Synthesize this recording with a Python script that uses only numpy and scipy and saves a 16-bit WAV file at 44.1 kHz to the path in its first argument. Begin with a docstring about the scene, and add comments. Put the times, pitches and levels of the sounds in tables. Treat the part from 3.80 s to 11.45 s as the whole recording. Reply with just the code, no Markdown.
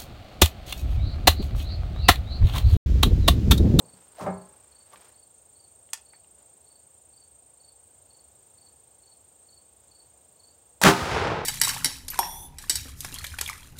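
"""Under the shelter of an outdoor range, katydids trill and a cricket chirps over faint air: tones and noise.
A muzzleloader is lifted off a shooting bench: noise grains scrape and knock, and the boards ring as modes.
The lock is cocked with bright, ringing clicks; some seconds later a quieter crackle comes just ahead of the
crack. The shot's noise blast fills the shelter, bench and roof ring, and a wooded bank rolls it back as
scattered echoes. After the shot the katydids and the outdoor air sink away."""
import sys
import numpy as np
from scipy import signal
from scipy.fft import rfft, irfft
from scipy.io import wavfile

SR = 44100
rng = np.random.default_rng(int(sys.argv[2]) if len(sys.argv) > 2 else 0)


def generate_wav(sig):
    """Save sig (samples, or channels by samples) to the path in sys.argv[1] as 16-bit PCM at SR."""
    pcm = np.round(np.clip(np.atleast_2d(sig).T, -1, 1) * 32767).astype(np.int16)
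    wavfile.write(sys.argv[1], SR, pcm)


N = 337365
TIME = np.arange(N) / SR
SHOT_S = 7.0363
# Modes of the bench boards. Each row: pitch in Hz, level in dB, t60 in s before any added damping.
BENCH_MODES = [(184.4, 0.3, 0.38), (396, -11.5, 0.5), (548, -14, 0.43), (597, 2, 0.053), (631, -12, 0.48),
               (693, -27, 0.28), (775, -4.5, 0.2), (845, -19.5, 0.73), (1040, -26.5, 0.77),
               (1215, -12, .19), (1330, -22, 0.52), (1670, -24.5, 0.56), (2150, -23, 0.26)]


def undb(db):
    """Amplitude factor of a level in dB."""
    return 10 ** (np.asarray(db) / 20)


def unit(x):
    """Scale to rms 1."""
    return x / np.sqrt(np.mean(x ** 2))


def spectrum_db(points, hz):
    """Read a colour of (Hz, dB) points, joined by straight lines over log frequency."""
    point_hz, point_db = np.transpose(points)
    return np.interp(np.log(hz + 1), np.log(point_hz), point_db)


def tint(x, points):
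    """Give a steady texture a colour and rms 1."""
    size = 2 ** 19
    gain = undb(spectrum_db(points, np.fft.rfftfreq(size, 1 / SR)))
    return unit(irfft(rfft(x, size) * gain)[:len(x)])


def filtered(x, hz, kind="low", order=2):
    """Butterworth filter with its edge or edges in Hz."""
    sos = signal.butter(order, np.minimum(hz, .45 * SR), kind, fs=SR, output="sos")
    return signal.sosfilt(sos, x)


def noise():
    """White noise over the whole scene."""
    return rng.standard_normal(N)


def grains(per_s, spread_db):
    """Dense little impulses of uneven size."""
    struck = rng.random(N) < per_s / SR
    return unit(struck * noise() * undb(spread_db * noise()))


def walk(rate):
    """Smooth chance, spread near 1, with `rate` new values a second; the last of 2000 is held."""
    return 1.2 * np.interp(TIME * rate, np.arange(2000), rng.standard_normal(2000))


def fade(t60, rise=0.0001, hold=0):
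    """One second of a quick rise, a hold and an exponential fall of 60 dB in t60 (all in s)."""
    t = TIME[:SR]
    falling_s = np.maximum(t - rise - hold, 0)
    return np.minimum(t / rise, 1) * np.exp(-np.log(1000) * falling_s / t60)


def ring(modes, rise):
    """One second of a struck body: decaying sines, where 0 dB means rms 1 before the fall."""
    tones = 0
    for hz, db, t60 in modes:
        tones += undb(db) * fade(t60, rise) * np.sin(2 * np.pi * (hz * TIME[:SR] + rng.random()))
    return np.sqrt(2) * tones


def piece(texture):
    """Any one second of a texture."""
    start = rng.integers(N - SR)
    return texture[start:start + SR]


def add(out, s, x):
    """Mix x into out from second s."""
    start = max(int(s * SR), 0)
    out[start:start + len(x)] += x[:N - start]


def echoed(x, wet_db, t60, delay):
    """The direct sound and a scatter of fading reflections."""
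    tail = piece(grains(4000, 1)) * fade(t60)
    reflections = signal.fftconvolve(x, tail / np.linalg.norm(tail))[:N]
    out = x.copy()
    add(out, delay, undb(wet_db) * reflections)
    return out


def sinking(start_s, db_per_s):
    """Full gain until start_s, then a steady fall."""
    return undb(-db_per_s * np.maximum(TIME - start_s, 0))


def report(crack_db=-7, hold_s=0.0021, crack_t60=0.0068, bench_db=-14, roof_db=-25.5):
    """A quieter crackle, then the muzzle cracks, and the blast fills the shelter and shakes it."""
    # Two short bursts of crackle ahead of the crack. Each row: start in s, level in dB, hold in s.
    crackle_bursts = [(7.015, -24.5, .012), (7.032, -22, .002)]
    # Colours of crackle and crack. Each row: frequency in Hz, relative level in dB per Hz.
    crackle_colour = [(35, -41), (60, -17), (1100, -1), (1830, -11), (2980, -15), (3760, -6), (4320, -12.5),
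                      (8090, -11), (15500, -23)]
    crack_colour = [(100, -8), (700, -21), (1800, -1.5), (3000, -9), (7000, -13), (11000, -17),
                    (15500, -25)]
    # Modes of the shelter roof. Each row: pitch in Hz, level in dB, t60 in s.
    roof_modes = [(97, -22, 0.19), (240.3, -9.5, 0.65), (318, 2.5, 0.3), (395, 6.5, 0.23), (549, -7, 0.18),
                  (710, 1.5, 0.28), (853, -16, 0.23), (866, -2, 0.29), (927, -6, 0.73), (1246, -8, 1),
                  (1374, -14.5, 1), (1510, -6, 0.32)]
    out = np.zeros(N)
    crackle = tint(noise(), crackle_colour) * undb(1.3 * walk(600))
    for s, db, hold in crackle_bursts:
        add(out, s, undb(db) * fade(t60=0.037, rise=0.00036, hold=hold) * piece(crackle))
    # the shock front holds its full pressure for about two milliseconds
    crack = fade(crack_t60, hold=hold_s) * piece(tint(noise(), crack_colour))
    add(out, SHOT_S, undb(crack_db) * crack)
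    add(out, SHOT_S, blast())
    # the shooter's weight on the bench damps its boom
    boom = filtered(ring(BENCH_MODES, rise=0.023), 300) * fade(0.75)
    add(out, SHOT_S, undb(bench_db) * boom)
    add(out, SHOT_S, undb(roof_db) * ring(roof_modes, rise=0.05))
    return out


def blast(blast_db=-11, blast_t60=0.17, shelter_db=-26.5, shelter_t60=1, rise_s=0.017, hold_s=0.029):
    """Reflections pile up under the roof, hold a moment, and drain away: fast at first, then slowly."""
    # Colour of the blast. Each row: frequency in Hz, relative level in dB per Hz.
    blast_colour = [(21, -49), (35, -16), (166, -6), (276, -8), (394, -9.5), (624, -11), (709, -11.5),
                    (1010, -9.5), (1150, -10), (1340, -10), (1560, -12.5), (3530, -20.5), (6860, -24.5),
                    (15500, -37.5)]
    direct = 0.36  # share of the pressure that arrives straight from the muzzle
    build = direct + (1 - direct) * np.minimum(TIME[:SR] / rise_s, 1) ** 2
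    full_s = rise_s + hold_s
    fast = undb(blast_db) * fade(blast_t60, hold=full_s)
    slow = undb(shelter_db) * fade(shelter_t60, hold=full_s)
    return build * np.hypot(fast, slow) * piece(tint(grains(14000, 2.7), blast_colour))


def bank(air_db_per_s=35, air_power=0.85, middle_s=7.32):
    """Thousands of small echoes; the later they arrive, the more treble the air has taken."""
    # Colour of the wooded bank. Each row: frequency in Hz, relative level in dB per Hz.
    bank_colour = [(21, -47), (35, -24), (53, -19), (75, -0.5), (262, -12), (365, -4.5), (426, -2),
                   (624, -5.5), (826, -2.5), (1180, -7), (1270, -6.5), (5450, -22), (10600, -37),
                   (15500, -68)]
    # Single echoes that stand out. Each row: start in s, level in dB, upper edge in Hz, t60 in s.
    clear_echoes = [(7.216, -21.5, 175, 0.054), (7.312, -26, 110, 0.29), (7.36, -23, 2500, 0.032),
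                    (7.404, -26, 110, 0.15), (7.461, -26, 456, 0.19)]
    scatter, out = tint(grains(9000, 0.57), bank_colour), np.zeros(N)
    edges = np.geomspace(500, 14000, 9)
    below = []
    for hz in edges:
        sos = signal.butter(4, hz, fs=SR, output="sos")
        below.append(signal.sosfiltfilt(sos, scatter, padtype="even"))
    # neighbouring low-passes differ by one band; the top band takes all the rest
    bands = np.diff([np.zeros(N)] + below[:-1] + [scatter], axis=0)
    late_s = np.maximum(TIME - middle_s, -.22)
    for hz, band in zip(edges, bands):
        loss_db_per_s = air_db_per_s * (hz / 5500) ** air_power
        out += band * undb(-loss_db_per_s * late_s)
    out *= roll()
    for s, db, hz, t60 in clear_echoes:
        echo = unit(filtered(piece(scatter), hz, order=3))
        add(out, s, undb(db) * fade(t60, rise=0.0046) * echo)
    return out


def roll(sound_m_s=343):
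    """Each slope's echo swells up to its round-trip time and dies away; their powers add."""
    # Wooded slopes. Each row: distance in m, level in dB, spread of the first arrivals in s, t60 in s.
    wooded_slopes = [(33.4, -33.5, 0.051, 0.74), (59.1, -25, 0.081, 2.34), (73.3, -28, 0.042, 1.56)]
    power = np.zeros(N)
    for metres, db, spread, t60 in wooded_slopes:
        late = TIME - SHOT_S - 2 * metres / sound_m_s
        swell = np.exp(-.5 * (late / spread) ** 2)
        fall = np.exp(-np.log(1000) * np.abs(late) / t60)
        power += (undb(db) * np.where(late < 0, swell, fall)) ** 2
    return np.sqrt(power) * (TIME > SHOT_S)


def action(snap_t60=0.0082):
    """Steel parts snap home and ring the lock; softer touches are duller; the shelter answers."""
    # Hammer, sear and fingers. Each row: start in s, level in dB, upper edge in Hz, ring in dB re the snap.
    clicks = [(1.132, -56, 1480, -32), (1.159, -45, 3560, -38), (1.223, -52, 5900, -35),
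              (2.09, -52, 2600, -33), (2.1328, -21, 14000, -25), (2.1342, -18, 14000, -21.5),
              (2.3343, -44, 1960, -25.5), (2.4447, -56.5, 3200, -23), (2.579, -60, 2200, -35),
              (6.0377, -58, 6500, -30)]
    # Colour of a snap. Each row: frequency in Hz, relative level in dB per Hz.
    click_colour = [(150, -52), (550, -28), (820, -12), (1300, -8.5), (1800, -12), (3100, -0.5),
                    (4400, -3.5), (6000, -3.5), (8300, 5), (11000, -5), (15500, -7)]
    # Modes of the steel lock. Each row: pitch in Hz, level in dB, t60 in s.
    lock_modes = [(915, -5, .07), (1800, -11, .05), (2760, -9, .05), (3240, -6, .045), (4220, -4, .05),
                  (4960, -7, .05), (5760, -7, .06), (7950, -4, .06), (8770, -4, .06), (10640, -8, .05)]
    out, snap = np.zeros(N), tint(noise(), click_colour)
    for s, db, hz, ring_db in clicks:
        strike = fade(snap_t60) * piece(snap) + undb(ring_db) * ring(lock_modes, rise=0.00046)
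        steady_level = np.std(filtered(snap[:SR], hz, order=4))
        add(out, s, undb(db) * filtered(strike, hz, order=4) / steady_level)
    out = filtered(out, 710, "high", order=5)  # small parts radiate no bass
    # bench and shooter reflect at once; the roof answers later and duller
    near = echoed(out, wet_db=-7.5, t60=.08, delay=.002)
    roof = echoed(out, wet_db=-10, t60=.2, delay=.009) - out
    return near + filtered(roof, 6000)


def handling(body_db=-10, body_t60=0.62, boom_rise_s=0.034, boom_hold_s=0.2, boom_t60=0.27):
    """The stock slips and bumps on the padded bench and the boards ring on; cloth slides along."""
    # Stock and arms on the bench. Each row: start in s, rub in dB, rise in s, t60 in s,
    # lower edge in Hz, upper edge in Hz, bench ring in dB.
    bumps = [(.002, -49.5, 0.00091, 0.45, 127, 714, -65), (.13, -58.5, 0.0075, 0.42, 123, 390, -64),
             (.376, -36.5, 0.021, 0.15, 560, 700, -67), (.394, -38.5, 0.0053, 0.15, 500, 1700, -62),
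             (.409, -33, 0.0013, 0.18, 60, 6000, -40), (0.435, -33.5, .004, 0.14, 60, 2000, -48),
             (.461, -28, 0.00079, 0.22, 153, 2240, -28.5), (0.488, -41, .001, 0.085, 60, 1800, -47),
             (1.132, -47, .002, 0.12, 905, 1220, -70.5)]
    # Colour of the rubbing stock. Each row: frequency in Hz, relative level in dB per Hz.
    rub_colour = [(30, -60), (55, -14), (105, -0.5), (183, -5.5), (290, -11.5), (450, -7.5), (620, -8.5),
                  (880, -8.5), (1050, -8), (1450, -18.5), (2150, -24.5), (3100, -33), (7000, -27.5),
                  (15500, -38)]
    # Sleeves and hands sliding. Each row: middle in s, level in dB, length in s.
    rustles = [(0.197, -63.5, 0.18), (0.414, -51, 0.05), (0.82, -66.5, 0.33), (1.138, -57.5, 0.016),
               (1.22, -59, 0.11), (2.61, -69, 0.031)]
    cloth_colour = [(30, -43), (100, -7), (500, 7.5), (1000, 7.0), (2000, -0.5), (4200, -3.5),
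                    (9000, -9.5), (15000, -10.5)]  # Hz, relative dB per Hz
    out, rub = np.zeros(N), tint(grains(7000, 0.9), rub_colour)
    for s, db, rise, t60, low_hz, high_hz, ring_db in bumps:
        contact = filtered(piece(rub), np.sort([low_hz, high_hz]), "band")
        add(out, s, undb(db) * fade(t60, rise) * unit(contact))
        # the lowest mode swells slowly, rings at its own pace for a while, then falls faster
        boom = ring(BENCH_MODES[:1], rise=boom_rise_s) * fade(boom_t60, hold=boom_hold_s)
        # between the clear modes, many weak ones blur into a woody tail
        woody_tail = undb(body_db) * fade(body_t60, rise=0.0047) * piece(rub)
        body = boom + ring(BENCH_MODES[1:], rise=0.02) + woody_tail
        add(out, s, undb(ring_db) * filtered(body, high_hz))
    cloth = tint(grains(2500, 0.51), cloth_colour)
    strokes = sum(undb(db) * np.exp(-((TIME - s) / length) ** 2) for s, db, length in rustles)
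    return out + cloth * strokes


def cricket():
    """Each wing stroke swells, then sags in pitch as the file slows; no two are quite alike."""
    # Chirps. Each row: time in s, level in dB.
    chirps = [(.047, -62), (0.53, -65), (0.92, -61), (1.341, -65), (1.757, -61.5), (2.26, -59.5),
              (2.867, -62), (3.334, -61), (3.8, -58), (4.304, -60), (4.78, -59), (5.232, -59.5),
              (5.686, -56.5), (6.113, -57.5), (6.597, -58)]
    # Wing strokes of one chirp. Each row: delay in s, length in s, mean pitch in Hz, mean level in dB re chirp.
    wing_strokes = [(-.031, .01, 4400, -15), (-.005, .019, 4480, -2), (.032, .023, 4570, 0),
                    (.076, .023, 4560, 0)]
    out = np.zeros(N)
    for s, db in chirps:
        for delay, length, hz, stroke_db in wing_strokes:
            detune, force_db = rng.standard_normal(2)
            u = np.linspace(0, 1, int(length * SR))  # progress through the stroke
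            pitch = hz * (1 + .008 * detune) * (1 - .17 * (u - .3) ** 2)
            swell = np.abs(np.sin(np.pi * u ** 1.6)) ** .7
            tone = np.sqrt(2) * swell * np.sin(2 * np.pi * np.cumsum(pitch) / SR)
            add(out, s + delay, undb(db + stroke_db + force_db) * tone)
    return echoed(out, wet_db=-6.5, t60=.3, delay=.004)


def katydid(trill_hz=26.92, rasp_hz=45):
    """Unbroken trills, nearly in step: every wing closure is a rasping tone that slides down and fades."""
    # Singers. Each row: first stroke in s, top pitch in Hz, sag scale in Hz, level in dB before tiring.
    trills = [(0.01513, 8730, 1200, -59), (0.018, 8030, 350, -70), (0.0033, 7560, 140, -71.5),
              (0.018, 6950, 180, -81)]
    out = np.zeros(N)
    for first_s, top_hz, sag_hz, db in trills:
        u = ((TIME - first_s) * trill_hz + .012 * walk(4)) % 1  # progress through the stroke
        pitch = top_hz - 2 * sag_hz * np.maximum(u - .36, 0) ** 1.3 + rasp_hz * walk(300)
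        stroke = np.interp(u, [.05, .17, .35, .5, .75, 1], [.02, .9, 1, .42, .17, .01])
        stroke = stroke * undb(.7 * walk(200))
        tone = stroke * np.sin(2 * np.pi * np.cumsum(pitch) / SR)
        out += undb(db) * unit(echoed(tone, wet_db=-13, t60=.06, delay=.002))
    # they sing evenly, then slowly weaken
    return out * sinking(start_s=3.3, db_per_s=1.0)


def outdoors(chorus_db=-64, air_db=-64.0):
    """Far insects flutter, each group at its own pitch, above soft, slowly swelling air."""
    # Colours of far insects and outdoor air. Each row: frequency in Hz, relative level in dB per Hz.
    chorus_colour = [(3530, -46), (6000, -15), (6220, -24.5), (6470, -21.5), (7300, -11), (8200, -16),
                     (8330, -11), (8460, 6.5), (8600, 4.5), (11200, -51), (18900, -120)]
    air_colour = [(25, -17), (45, -23), (65, 4), (100, -1.5), (170, -10), (300, -10), (520, -5),
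                  (800, -7.5), (1200, -16.5), (2000, -22.5), (3500, -20), (5500, -24), (10000, -25),
                  (13000, -24), (15500, -20)]
    buzz, edges = tint(noise(), chorus_colour), np.linspace(6200, 8400, 9)
    chorus = 0
    for band in zip(edges, edges[1:]):
        chorus += filtered(buzz, np.array(band), "band", order=3) * undb(3 * walk(55))
    air = undb(air_db + 0.34 * walk(2.08)) * tint(noise(), air_colour)
    return undb(chorus_db) * unit(chorus) + air


def scene():
    """Shot, echoes, handling and insects in one channel; katydids and air sink away after the shot."""
    background = (katydid() + outdoors()) * sinking(SHOT_S, db_per_s=38)
    return (report() + bank() + handling() + action() + cricket() + background)[None]


def record(dry, top_hz=15850):
    """The microphone sheds the deepest bass, rounds the loudest peaks and cuts the top."""
    pressed = 0.96 * np.tanh(filtered(dry, 56, "high", order=4) / 0.92)
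    return signal.sosfilt(signal.ellip(10, .2, 80, top_hz, fs=SR, output="sos"), pressed)


dry = scene()
out = record(dry)
generate_wav(out)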